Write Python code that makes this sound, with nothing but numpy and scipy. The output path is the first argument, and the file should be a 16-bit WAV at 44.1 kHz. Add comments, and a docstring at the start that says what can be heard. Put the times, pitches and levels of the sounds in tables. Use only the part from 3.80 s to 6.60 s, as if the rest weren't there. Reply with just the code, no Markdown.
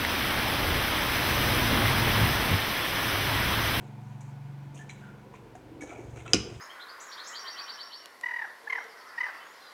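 """A motor drone and a soft scuff come first; someone walks up to a steel door in a concrete passage.
The drone is a stack of partials that swell and fade as the listener moves among the walls.
Soles and cloth scuff as grainy hiss, the lever's works rub as narrow noise, small parts tick as short rings.
Then the lock snaps: a burst of clicks rings the bolt, lever and steel skin, and the door leaf booms.
Air noise, rumble and low thuds lie beneath, and the walls add a diffuse tail to hand and latch."""
import sys
import numpy as np
from scipy import signal
from scipy.fft import rfft, irfft
from scipy.io import wavfile

SR = 44100
rng = np.random.default_rng(int(sys.argv[2]) if len(sys.argv) > 2 else 0)


def ratio_of_db(decibels):
    """Turn decibels (scalar or array-like) into linear amplitude factors; 0 dB maps to 1."""
    return 10 ** (np.asarray(decibels, float) / 20)


def log_audio(samples):
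    """Write samples as a 16-bit WAV file to the path given in sys.argv[1]."""
    # one column per channel
    frames = np.atleast_2d(samples).T
    # limit to full scale, then quantise
    limited = np.clip(frames, -1, 1)
    pcm = np.round(limited * 32767).astype(np.int16)
    wavfile.write(sys.argv[1], SR, pcm)


N = 123479   # length in samples


def rms_one(x):
    """Scales a signal to rms 1."""
    return x / np.sqrt(np.mean(x ** 2) + 1e-20)


def in_time(rows):
    """Joins the rows of a timed table by straight lines, one curve per column after the time."""
    start_s, *columns = np.transpose(rows)
    return [np.interp(np.arange(N) / SR, start_s, column) for column in columns]


def at_hz(points, hz):
    """Reads a (frequency, value) curve on a logarithmic frequency axis."""
    points = np.array(points)
    return np.interp(np.log(hz), np.log(points[:, 0]), points[:, 1])


def drift(rate_hz):
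    """Random wander of rms 1: noise through two equal poles at rate_hz, made at SR / 40."""
    r = np.exp(-80 * np.pi * rate_hz / SR)
    noise = rng.standard_normal(N // 40 + 2002)
    slow = signal.lfilter([1], [1, -2 * r, r * r], noise)[2000:]   # skip the filter's start
    return np.interp(np.arange(N) / 40, np.arange(len(slow)), rms_one(slow))


def band(x, low_hz, high_hz):
    """Band-passes a signal."""
    return signal.sosfilt(signal.butter(2, [low_hz, high_hz], "band", fs=SR, output="sos"), x)


# Third-octave band edges [Hz]
EDGES_HZ = 28 * 2 ** np.arange(0, 9.4, 1 / 3)


def bands(size, spectrum):
    """Third-octave bands of noise of a given spectrum, with their centres; neighbours are independent."""
    padded = size + 4000   # the extra start lets the band filters settle
    white = rng.standard_normal((2, padded))
    gain = ratio_of_db(at_hz(spectrum, np.fft.rfftfreq(padded, 1 / SR) + 1))
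    shaped = irfft(rfft(white) * gain, padded)
    out = []
    for k, (low_hz, high_hz) in enumerate(zip(EDGES_HZ, EDGES_HZ[1:])):
        out.append((np.sqrt(low_hz * high_hz), band(shaped[k % 2], low_hz, high_hz)[4000:]))
    return out


def coloured(spectrum, flicker_db):
    """Noise of a given spectrum whose bands flicker independently; rms 1."""
    low_hz, high_hz = spectrum[0][0], spectrum[-1][0]
    return rms_one(sum(ratio_of_db(flicker_db * drift(8.3)) * noise
                       for hz, noise in bands(N, spectrum) if low_hz < hz < high_hz))


def dying(spectrum, t60_curve, rise_s):
    """Half a second of noise that swells in, then dies band by band; energy 1."""
    t = np.arange(SR // 2) / SR
    tail = sum(noise * ratio_of_db(-60 * t / at_hz(t60_curve, hz)) for hz, noise in bands(len(t), spectrum))
    tail = tail * np.clip(t / rise_s, 0, 1)
    return tail / np.sqrt(np.sum(tail ** 2))


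def whistle(hz, width_hz):
    """Noise twice through one resonance, each pass width_hz wide; rms 1."""
    r = np.exp(-np.pi * width_hz / SR)
    poles = [1, -2 * r * np.cos(2 * np.pi * hz / SR), r * r]
    once = signal.lfilter([1, 0, -1], poles, rng.standard_normal(N))
    return rms_one(signal.lfilter([1, 0, -1], poles, once))


def ring(clicks, modes):
    """Clicks set decaying sines ringing, signs alternating from mode to mode."""
    out = 0
    for k, (hz, db, t60_s) in enumerate(modes):
        r, w = ratio_of_db(-60 / (t60_s * SR)), 2 * np.pi * hz / SR
        strike = (-1) ** k * ratio_of_db(db) * np.sin(w)
        out = out + signal.lfilter([0, strike], [1, -2 * r * np.cos(w), r * r], clicks + 1e-18)
    return out


def stroke(start_s, length_s):
    """Quick rise, slightly sagging hold, exponential release; longer strokes swell and fade more slowly."""
    t = np.arange(N) / SR - start_s
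    rise = np.clip(t / (0.0014 + 0.1 * length_s), 0, 1)
    release = np.maximum(t - length_s, 0) / (0.016 + 0.19 * length_s)
    sag = 0.054 * np.clip(t / length_s, 0, 1)
    return rise * np.exp(-release - sag)


# Touches of the bolt: after_s [s after the snap starts], level_db [dB relative to the snap]
LATCH_TOUCHES = [(0, -37), (.0006, 2), (.0012, 0), (.0018, -3.5), (.0045, -6), (0.0122, -7.5)]


def latch_clicks():
    """The bolt strikes and bounces: one single-sample click per touch."""
    snap_s, snap_db = 2.5331, -6.5
    clicks = np.zeros(N)
    for after_s, level_db in LATCH_TOUCHES:
        clicks[int((snap_s + after_s) * SR)] = ratio_of_db(snap_db + level_db)
    return clicks


# Ringing modes of the bolt: pitch_hz [Hz], level_db [dB, relative], t60_s [s]
BOLT_MODES = [(1416, -26.5, 0.046), (2860, -5.5, 0.017), (4970, 1.5, 0.0043), (6190, -4, 0.012),
              (7360, -15, 0.021), (9600, -18, 0.003)]
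# Ringing modes of the lever: pitch_hz [Hz], level_db [dB, relative], t60_s [s]
LEVER_MODES = [(709, 17, 0.049), (1207, 6.5, 0.05), (1442, -18, 0.24), (2547, 5, 0.078), (2907, 2.5, 0.25),
               (4840, -6, 0.1), (5400, -8, 0.2)]
# Where the lock radiates little: pitch_hz [Hz], width_hz [Hz]
LOCK_DIPS = [(3500, 310), (4380, 440)]


def lock(clicks):
    """Bolt and lever ring from the same clicks; notches thin out what the lock radiates little of."""
    metal = ring(clicks, BOLT_MODES) + ratio_of_db(-31) * ring(clicks, LEVER_MODES)
    for hz, width_hz in LOCK_DIPS:
        metal = signal.lfilter(*signal.iirnotch(hz, hz / width_hz, fs=SR), metal)
    return metal


# Hiss spectrum of the steel skin: pitch_hz [Hz], level_db [dB per Hz, relative]
SKIN_SPECTRUM = [(700, -27), (1150, -3), (1500, -9), (1900, -10), (2400, 0), (2900, 0), (3500, -14),
                 (3950, 0), (4400, -8), (4950, -3), (5400, 3), (7200, -6), (10500, -11.5), (15600, -36)]
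# Decay of that hiss: pitch_hz [Hz], t60_s [s]
SKIN_DECAY = [(800, 0.22), (2900, 0.26), (5300, 0.16), (8000, 0.12), (11000, 0.066)]


def skin(clicks):
    """The steel skin's countless modes blur into a dying hiss, set off by the strongest click."""
    strongest = clicks * (clicks == clicks.max())
    hiss = dying([(100, -90), *SKIN_SPECTRUM], SKIN_DECAY, rise_s=0.00154)
    return ratio_of_db(6) * signal.fftconvolve(strongest, hiss)[:N]


# Booming modes of the door leaf: pitch_hz [Hz], level_db [dB, relative], t60_s [s]
LEAF_MODES = [(64, -24, 0.39), (115.3, -7, 0.43), (193, -11, 0.27), (219.4, -9, 0.62), (277, 0, 0.069),
              (312.8, 0.5, 0.22), (373.3, -3, 0.21), (412, 0.5, 0.41), (473, 7, 0.36)]


def leaf(clicks):
    """The leaf's low modes boom from two softened pushes."""
    second_push_s, soft_hz = 0.01171, 900
    push = clicks + 0.94 * np.roll(clicks, int(second_push_s * SR))
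    soft = np.exp(-2 * np.pi * soft_hz / SR)
    softened = signal.lfilter([(1 - soft) ** 2], [1, -2 * soft, soft ** 2], push)
    return ratio_of_db(-23) * ring(softened, LEAF_MODES)


def latch():
    """The bolt snaps and bounces; lever, skin and door leaf ring on."""
    clicks = latch_clicks()
    metal = band(lock(clicks) + skin(clicks), 930, 17000)
    contact_top_hz = 11100   # softens the contact's extreme treble
    metal = signal.sosfilt(signal.butter(2, contact_top_hz, fs=SR, output="sos"), metal)
    return metal + leaf(clicks)


# Scuffs of soles and cloth: start_s [s], length_s [s],
# top_db [dB of the hiss before grain and stroke], body_db [dB of the lower body, likewise]
SCUFFS = [(.0, 0.062, -73.5, -68), (0.227, 0.1, -75, -84), (0.406, 0.0072, -60, -74),
          (0.446, .06, -75.5, -88), (0.941, 0.06, -59.5, -60), (1.0915, 0.018, -60, -58),
          (1.751, 0.008, -62, -61), (2.007, .026, -54, -54), (1.138, 0.14, -77, -65.5),
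          (1.536, 0.024, -69, -59.5), (2.065, 0.073, -65.5, -58.5), (2.161, 0.24, -70, -72),
          (2.355, 0.057, -68, -60.5), (2.452, 0.027, -65.5, -53), (2.493, 0.11, -64, -56.5),
          (2.68, 0.099, -66, -61)]
# Scuff hiss: pitch_hz [Hz], level_db [dB per Hz, relative]
SCUFF_TOP = [(4600, -24), (5600, -5), (6500, 2.5), (7800, -3.5), (10000, -12.5), (12000, -18)]
# Lower body of the scuffs: pitch_hz [Hz], level_db [dB per Hz, relative]
SCUFF_BODY = [(400, -22), (700, 6.5), (1100, -1.5), (2300, 0.5), (3100, -2.5), (4000, -8.5), (4700, -30)]


def scuffs(grain):
    """Friction of soles and cloth: grainy hiss and a lower body under each stroke."""
    top = coloured(SCUFF_TOP, flicker_db=1.5)
    body = coloured(SCUFF_BODY, flicker_db=4.5)
    return grain * sum(stroke(start_s, length_s) * (ratio_of_db(top_db) * top + ratio_of_db(body_db) * body)
                       for start_s, length_s, top_db, body_db in SCUFFS)


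# Rubbed small parts: start_s [s], length_s [s], pitch_hz [Hz], width_hz [Hz, of one pass],
# level_db [dB before grain and stroke]
RUBS = [(0.99, 0.024, 1750, 140, -54), (0.96, 0.033, 2720, 820, -59.5), (1.21, 0.071, 1446, 180, -55),
        (1.26, 0.13, 1440, 160, -65.5), (1.5, 0.16, 420, 110, -59), (1.811, 0.34, 302, 60.5, -53.5),
        (2.073, 0.11, 2290, 300, -58), (2.075, 0.052, 1320, 270, -56), (2.09, 0.082, 660, 220, -51.5),
        (2.624, 0.082, 373, 180, -47.5)]


def rubs(grain):
    """Rubbing keeps a small part sounding: grainy noise in one resonance under each stroke."""
    return grain * sum(ratio_of_db(level_db) * stroke(start_s, length_s) * whistle(hz, width_hz)
                       for start_s, length_s, hz, width_hz, level_db in RUBS)


# Tapped small parts: start_s [s], pitch_hz [Hz], level_db [dB before the band-pass], t60_s [s]
TICKS = [(.406, 880, -45.5, 0.051), (1.0955, 2250, -36, 0.025), (1.103, 4004, -42.5, 0.034),
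         (1.54, 1018, -40, 0.05), (1.752, 728, -37, 0.043), (2.009, 2246, -42, 0.21),
         (2.022, 1710, -41.5, 0.061), (2.022, 299, -32, 0.12), (2.036, 509, -35, 0.073),
         (2.105, 2300, -39.5, 0.051), (2.19, 353, -33, 0.083), (2.405, 2145, -48, 0.057),
         (2.461, 1340, -39.5, 0.056), (2.479, 2625, -40.5, 0.077)]


def ticks():
    """Each tapped part rings once as a single decaying sine."""
    taps = sum(ring(1. * (np.arange(N) == int(start_s * SR)), [mode]) for start_s, *mode in TICKS)
    return band(taps, 276, 3900)


# Crisp contacts of small metal parts: start_s [s], level_db [dB of the click that excites them]
CLICKS = [(.41, -57), (1.0927, -48), (1.096, -47), (1.1118, -49), (2.405, -63), (2.361, -54.5),
          (2.479, -43)]
# Modes those contacts share: pitch_hz [Hz], level_db [dB, relative], t60_s [s]
SMALL_PART_MODES = [(2280, 1.5, 0.035), (3950, -8.5, 0.045), (5880, -3, 0.011), (6990, -3, 0.02)]


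def small_contacts():
    """Single-sample contacts ring one shared set of short metal modes."""
    contacts = sum(ratio_of_db(level_db) * (np.arange(N) == int(start_s * SR)) for start_s, level_db in CLICKS)
    return band(ring(contacts, SMALL_PART_MODES), 1200, 8500)


def handling():
    """Feet and hand at work: scuffs and rubs share one fast grain, ticks and contacts ring cleanly."""
    grain = ratio_of_db(3 * drift(185))
    return scuffs(grain) + rubs(grain) + ticks() + small_contacts()


# Middle partials along the walk: start_s [s], level_db [dB rms] of multiples 4, 5, 6, 7, 8, 9
DRONE_MIDDLE = [(0, -60, -51, -47.5, -99, -70, -54.5), (.3, -74, -45, -45, -69, -60, -52),
                (.72, -73, -51, -42, -62, -62, -63.5), (.9, -75, -56, -44, -60, -61, -64.5),
                (1.25, -74, -56.5, -51, -78.5, -56.5, -53.5), (1.6, -71, -59, -59, -82, -66, -60.5),
                (2.1, -62, -57.5, -74, -85, -99, -80), (2.3, -68, -48.5, -54, -79, -84, -76)]
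# Low partials along the walk: start_s [s], level_db [dB rms] of multiples 2, 3
DRONE_LOW = [(0, -72, -87), (.9, -69, -78), (2.8, -64, -55)]
# High partials, multiples 10-14: level_db [dB rms, before their wander]
DRONE_HIGH_DB = [-72, -71.5, -73, -76, -68.5]


def motor(turn):
    """Partials of the turning rate swell and fade; those far from multiples 5 and 6 are out of step."""
    levels = [*enumerate(in_time(DRONE_MIDDLE), 4), *enumerate(in_time(DRONE_LOW), 2)]
    levels += [(k, level_db + 4 * drift(2.5)) for k, level_db in enumerate(DRONE_HIGH_DB, 10)]
    spread = 0.197   # radians per multiple squared
    return sum(np.sqrt(2) * ratio_of_db(level_db) * np.cos(k * turn + spread * (k - 5) * (k - 6))
               for k, level_db in levels)


# Background levels: start_s [s], rumble_db [dB, before its wander],
# duct_db [dB, heard only as departure from its mean]
BACKGROUND_LEVELS = [(0.0, -55, -56.5), (0.27, -65, -60), (1.51, -58, -61), (1.6, -60.5, -65),
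                     (2.06, -51.5, -63.5), (2.42, -53, -58.5), (2.52, -52, -72), (2.8, -59, -63)]
# Duct resonances: pitch_hz [Hz], width_hz [Hz, of one pass], level_db [dB before swell and throb]
DUCT_PEAKS = [(726, 95, -66), (880, 55, -68), (982, 47, -69), (1459, 68, -74), (2304, 560, -75)]


def duct(turn):
    """Noise in the duct's resonances swells along the walk and throbs with each motor turn."""
    duct_db = in_time(BACKGROUND_LEVELS)[1]
    noise = sum(ratio_of_db(level_db) * whistle(hz, width_hz) for hz, width_hz, level_db in DUCT_PEAKS)
    return noise * ratio_of_db(duct_db - duct_db.mean()) * (1 + 0.2 * np.cos(turn))


def drone():
    """Motor partials and duct noise follow the same turning angle."""
    turn_hz, beat_s = 23.31, 0.017   # turning rate; instant of one beat
    turn = 2 * np.pi * turn_hz * (np.arange(N) / SR - beat_s)
    return motor(turn) + duct(turn)


# Door shifts under the hand: start_s [s], length_s [s], level_db [dB before the stroke]
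THUDS = [(2.24, 0.11, -49), (2.37, 0.054, -57), (2.554, 0.052, -38), (2.683, 0.22, -53)]


def thuds():
    """The door shifts under the hand: strokes of deep noise."""
    return rms_one(band(rng.standard_normal(N), 54, 113)) * sum(
        ratio_of_db(level_db) * stroke(start_s, length_s) for start_s, length_s, level_db in THUDS)


# Air noise: pitch_hz [Hz], level_db [dB per Hz, relative]
AIR_SPECTRUM = [(24, -37), (40, -4), (58, -20), (92, -2.5), (127, -0.5), (181, -3.5), (316, -19),
                (427, -18), (981, -12.5), (1230, -17), (1470, -17), (11900, -41.5), (14900, -43),
                (16500, -60)]


def background():
    """Near-steady air noise, a wandering rumble that is strongest near the door, and low thuds."""
    air = ratio_of_db(-56.5) * coloured(AIR_SPECTRUM, flicker_db=0.5)
    rumble_db = in_time(BACKGROUND_LEVELS)[0] + 2.0 * drift(13.5)
    rumble = rms_one(band(rng.standard_normal(N), 274, 511)) * ratio_of_db(rumble_db)
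    return air + rumble + thuds()


# Decay of the passage: pitch_hz [Hz], t60_s [s]
PASSAGE_DECAY = [(100, 0.55), (300, 0.59), (1000, 0.87), (3000, 0.63), (5500, 0.44), (7500, 0.45),
                 (11000, 0.52)]


def passage(x):
    """Diffuse tail of the concrete walls: the sound convolved with dying noise."""
    tail = dying([(100, 0.009), (10000, 0)], PASSAGE_DECAY, rise_s=0.0027)
    return ratio_of_db(-9.5) * signal.fftconvolve(x, tail)[:N]


def scene():
    """Mixes all sources; the latch is close, so the walls add less to it."""
    hand, snap = handling(), latch()
    walls = passage(hand + ratio_of_db(-5) * snap)
    return (hand + snap + walls + drone() + background())[None]


def band_limit(x):
    """A steep low-pass at the top of the band."""
    return signal.sosfilt(signal.butter(12, 16930, fs=SR, output="sos"), x)


def record(dry):
    """The microphone drops the deepest bass and adds its hiss."""
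    heard = signal.sosfilt(signal.butter(2, 34.6, "high", fs=SR, output="sos"), dry)
    hiss = ratio_of_db(-78) * rng.standard_normal(dry.shape)
    return band_limit(heard + hiss)


dry = scene()
out = record(dry)
log_audio(out)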